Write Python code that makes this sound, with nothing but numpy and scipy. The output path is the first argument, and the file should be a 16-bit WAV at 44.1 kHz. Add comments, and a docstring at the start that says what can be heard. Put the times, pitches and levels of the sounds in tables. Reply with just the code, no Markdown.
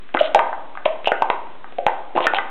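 """In a small, echoing room, plastic cups are stacked into pyramids at speed on a mat.
Each hit makes a clack: the air in the cup, its shell and its rim all ring for a moment.
Nested cups pop and scrape as they are pulled apart, and cups landing on the mat thud softly.
A steady hush lies behind it all. The microphone dulls lows and highs and overloads on hard clacks."""
import sys
import numpy as np
from scipy import signal
from scipy.fft import rfft, irfft, next_fast_len
from scipy.io import wavfile

SR = 44100
rng = np.random.default_rng(int(sys.argv[2]) if len(sys.argv) > 2 else 0)


def int16_out(signal):
    """Quantize to a 16-bit WAV file."""
    q = np.round(np.clip(np.atleast_2d(signal).T, -1, 1) * 32767)
    wavfile.write(sys.argv[1], SR, q.astype(np.int16))


N = 110250

# Cups hitting each other; t60 is the time a sound takes to fade by 60 dB.
# t/s, air note f/Hz, air note level/dB, air note t60/s, shell level/dB, rim level/dB
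CUP_HITS = [ (.091, 700, -44, 0.034, -32, -34.5), (.143, 847, -16.5, 0.06, -28, -12.5),
            (.1478, 788, 3.5, 0.009, -7, -16), (.171, 750, -27.5, 0.032, -4, -39.5),
            (.3475, 832, 5.5, 0.023, -7.5, 1.5), (.3577, 641, -0.5, 0.03, -22, -9.5),
            (.3922, 941, -3, 0.041, -3.5, -10.5), (.529, 887, -5.5, 0.013, -17, -28.5),
            (.7525, 1160, -15.5, 0.016, -28.5, -27.5), (.774, 771, -13, 0.0083, -18.5, -33),
            (.857, 1050, -4.5, 0.015, -12, -1.5), (.957, 886, -21, 0.018, -42.5, -49),
            (1.0455, 743, -23.5, 0.013, -51, -13), (1.0733, 757, 5, 0.011, -21.5, -22),
            (1.1185, 691, 4, 0.01, -2, -14.5), (1.2217, 910, 6, 0.015, -10, -9),
            (1.3012, 970, 3, 0.015, -9, -2), (1.644, 778, -24.5, 0.019, -24, -62.5),
            (1.724, 735, -33.5, 0.022, -41.5, -29), (1.7853, 553, -16.5, 0.072, -31, -19.5),
            (1.866, 823, 7.5, 0.011, -11.5, -1), (1.8829, 850, -6.5, 0.02, -14.5, -24),
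            (2.154, 690, -12, 0.021, -22, -30), (2.1625, 790, -3, 0.015, -29, -23),
            (2.1724, 942, -1.5, 0.0093, -10, -25.5), (2.1782, 868, 9.5, 0.0067, -25, -24.5),
            (2.1858, 1040, -5, 0.031, -34.5, -23), (2.2055, 696, -7, 0.014, -18.5, -12.5),
            (2.2455, 680, -17.5, 0.041, -25, -8.5), (2.2558, 660, -11.5, 0.017, -12.5, -20.5),
            (2.2686, 1500, 2, 0.019, -12, -0.5), (2.2694, 1789, -4, 0.045, -19.5, -20.5),
            (2.336, 810, 0, 0.016, -16.5, -10.5), (2.347, 778, -18, 0.071, -24.5, -0.5),
            (2.3855, 795, -6.5, 0.01, -1.5, -15), ]
# The tones of a cup's shell: f/Hz, level/dB, t60/s
SHELL_TONES = [(1258, 4.5, 0.017), (1388, -13, 0.06), (1519, 0.5, 0.021), (1574, 0.5, 0.025),
               (1838, 1, 0.017), (2014, -1.5, 0.026)]
# The tones of its rim: f/Hz, level/dB, t60/s
RIM_TONES = [(2540, 2, 0.0041), (2714, -14, 0.018), (3172, -7.5, 0.012), (3717, -7.5, 0.0079)]
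# Air drawn in or pushed out as a cup leaves or meets another: peak t/s, f/Hz, level/dB
AIR_POPS = [(.2123, 633, -3), (.862, 637, -5), (1.788, 710, -12)]
# Cups landing on the mat: t/s, f/Hz, level/dB
MAT_LANDINGS = [(0.147, 304, -9), (1.119, 367.4, -20), (1.786, 395, -24.5), (2.151, 354, -14.5),
                (2.162, 325.5, -10.5), (2.334, 330, -20.5)]
# Cup sliding on cup: t/s, length/s, level/dB, squeak f/Hz, squeak width/Hz
CUP_SLIDES = [(0.187, 0.019, -16, 3010, 700), (0.206, 0.08, -25, 3000, 1100),
              (0.852, 0.016, -21.5, 2750, 800), (1.056, 0.022, -15, 2830, 170),
              (1.0757, 0.0042, -14, 2860, 200), (1.0804, .005, -13, 2850, 250),
              (2.157, 0.039, -26.5, 2770, 600), (2.208, .032, -24.5, 3000, 700),
              (2.236, 0.028, -20, 2890, 890), (2.351, 0.0242, -18.5, 2950, 600)]
# How long the room echoes at each pitch: f/Hz, t60/s
ECHO_DECAY = [(150, 3.23), (400, 0.39), (1000, 0.85), (2000, 0.54), (3500, 0.6)]
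# How strong its echoes are at each pitch: f/Hz, level/dB
ECHO_COLOUR = [(130, -15), (220, -8), (330, -2), (600, 0), (1000, -1.5), (2000, -1), (4000, -8.5)]
# The tones the room itself rings with: f/Hz, level/dB, t60/s
ROOM_TONES = [(354, -6, .5), (517, 0, .45), (795, -1, .4), (915, 1, .48), (1010, -6, .45), (1141, -3, .4),
              (1202, -3, .4), (1250, -2, .4), (1455, 0, .4), (1543, -1, .45), (1772, -3, .35)]
# The shape of the background hush: f/Hz, relative level/dB
HUSH_COLOUR = [(25, 15.5), (100, -10), (300, -7), (700, -18), (1200, -9), (2500, -10), (4000, -12.5)]
# How well the microphone picks up each pitch: f/Hz, level/dB
MIC_RESPONSE = [(30, -23), (120, -7.5), (280, -0.5), (420, 3), (560, 3), (950, -2), (1150, -2.5),
                (2000, -5.5), (3500, -6.5), (3950, -12.5), (4300, -26), (4650, -83.5)]

NOTE_RISE_S, CRACK_T60_S = 0.00071, 0.0042
POP_RISE_S, POP_FALL_S, POP_ECHO_DB = 0.0015, 0.0028, -3
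THUD_RISE_S, THUD_T60_S = 0.0015, 0.026
SLIPS_PER_S = 1400
TAIL_DB, EARLY_DB, ROOM_TONES_DB = -4.5, -6, -48
ECHO_RISE_S, EARLY_T60_S = 0.0025, 0.2
HUSH_DB = -37.5
MIC_OFFSET, CLIP_DB, CLIP_HARDNESS, TOP_HZ = -0.033, -2, 32, 16500


def cup_clacks():
    """Each hit gives a sharp crack and rings the air in the cup, its shell and its rim."""
    track, t = np.zeros(N), np.arange(SR // 10) / SR
    for start, hz, note_db, t60, shell_db, rim_db in CUP_HITS:
        air_note = np.sin(2 * np.pi * hz * t) * fade(t, t60) * (1 - np.exp(-t / NOTE_RISE_S))
        crack = rng.standard_normal(len(t)) * fade(t, CRACK_T60_S)
        shell = ring(SHELL_TONES, t, phase_scatter=0.65)
        rim = ring(RIM_TONES, t)
        clack = amp(note_db) * air_note + amp(shell_db) * shell + amp(rim_db) * (rim + crack)
        add(track, start, in_room(clack))
    return track


def air_pops():
    """The air in a cup swells into one round note and dies away."""
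    track, t = np.zeros(N), np.arange(-SR // 20, SR // 20) / SR
    swell = 1 / (np.exp(-t / POP_RISE_S) + np.exp(t / POP_FALL_S))
    swell /= swell.max()
    for peak_time, hz, db in AIR_POPS:
        pop = amp(db) * swell * np.sin(2 * np.pi * hz * t)
        add(track, peak_time + t[0], in_room(pop, echo_db=POP_ECHO_DB))
    return track


def mat_thuds():
    """The padded table answers a landing cup with a short, low note."""
    track, t = np.zeros(N), np.arange(SR // 10) / SR
    loudness = fade(t, THUD_T60_S) * (1 - np.exp(-t / THUD_RISE_S))
    for start, hz, db in MAT_LANDINGS:
        thud = amp(db) * loudness * np.sin(2 * np.pi * hz * t)
        add(track, start, in_room(thud))
    return track


def cup_scrapes():
    """Tiny, uneven slips ring the cup's wall: a narrow band of pitches squeaks, a wide one rasps."""
    track, t = np.zeros(N), np.arange(SR // 10) / SR
    for start, length, db, hz, width in CUP_SLIDES:
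        slips = (rng.random(len(t)) < SLIPS_PER_S / SR) * rng.standard_normal(len(t))
        # The wall favours the pitches close to hz.
        squeak = filtered(slips, lambda f: 1j * f * width / (hz ** 2 - f ** 2 + 1j * f * width))
        progress = np.minimum(t / length, 1)
        stroke = np.sqrt(np.abs(np.sin(np.pi * progress)))
        stroke_level = np.sqrt(np.mean(stroke ** 2))
        scrape = amp(db) * stroke_level * unit(stroke * squeak)
        add(track, start, in_room(scrape))
    return track


def in_room(sound, echo_db=0):
    """Add the room's echoes, drawn anew each time because they differ from spot to spot on the table."""
    t = np.arange(SR * 3 // 4) / SR
    # Split noise into pitches and let each fade at its own speed.
    hz, times, bands = signal.stft(rng.standard_normal(len(t)), SR, nperseg=256)
    bands = bands * fade(times, along(ECHO_DECAY, hz)[:, None])
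    tail = signal.istft(bands, SR)[1][:len(t)]
    early = rng.standard_normal(len(t)) * fade(t, EARLY_T60_S)
    echoes = amp(TAIL_DB) * tail / np.linalg.norm(tail) + amp(EARLY_DB) * early / np.linalg.norm(early)
    echoes = filtered(echoes, lambda f: amp(along(ECHO_COLOUR, f)))
    echoes += amp(ROOM_TONES_DB) * ring(ROOM_TONES, t, phase_scatter=1)
    response = amp(echo_db) * echoes * (1 - np.exp(-(t / ECHO_RISE_S) ** 2))
    response[0] = 1  # the sound that arrives directly
    return signal.fftconvolve(sound, response)


def room_hush():
    """The room's steady background noise, strongest in the deep bass."""
    hush = filtered(rng.standard_normal(N), lambda f: amp(along(HUSH_COLOUR, f)))
    return amp(HUSH_DB) * unit(hush)


def ring(tones, t, phase_scatter=0):
    """The fading tones of something struck, mixed a little differently for each blow."""
    hz, db, t60 = np.transpose(tones)[:, :, None]
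    gain = amp(db + 2 * rng.standard_normal(hz.shape))
    waves = np.sin(2 * np.pi * (hz * t + phase_scatter * rng.random(hz.shape)))
    return (gain * waves * fade(t, t60)).sum(0) / np.linalg.norm(gain)


def amp(db):
    """Turn decibels into a number to multiply by."""
    return 10 ** (np.asarray(db) / 20)


def unit(x):
    """Scale a sound so its average level (rms) is 1."""
    return x / np.sqrt(np.mean(x ** 2) + 1e-20)


def along(points, hz):
    """Read between a table's (f/Hz, value) points on a log frequency scale."""
    f, values = np.transpose(points)
    return np.interp(np.log(hz + 1), np.log(f + 1), values)


def fade(t, t60):
    """A curve that falls by 60 dB every t60 seconds."""
    return np.exp(-np.log(1000) * t / t60)


def filtered(x, response):
    """Turn each frequency f in x up or down by response(f)."""
    size = next_fast_len(len(x) + SR // 2)
    hz = np.fft.rfftfreq(size, 1 / SR)
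    return irfft(rfft(x, size) * response(hz), size)[:len(x)]


def add(track, seconds, x):
    """Mix x into the track at the given time."""
    start = max(round(seconds * SR), 0)
    track[start:start + len(x)] += x[:max(N - start, 0)]


def scene():
    """All the cup sounds over the room's hush, in one channel."""
    return (cup_clacks() + air_pops() + mat_thuds() + cup_scrapes() + room_hush())[None]


def record(dry):
    """The microphone dulls the lows and highs and flattens the loudest peaks."""
    x = filtered(dry[0], lambda f: amp(along(MIC_RESPONSE, f)))
    x += MIC_OFFSET  # off centre, so one side of the wave overloads first
    clipped = x / (1 + np.abs(x / amp(CLIP_DB)) ** CLIP_HARDNESS) ** (1 / CLIP_HARDNESS)
    return filtered(clipped, lambda f: f < TOP_HZ)[None]


dry = scene()
out = record(dry)
int16_out(out)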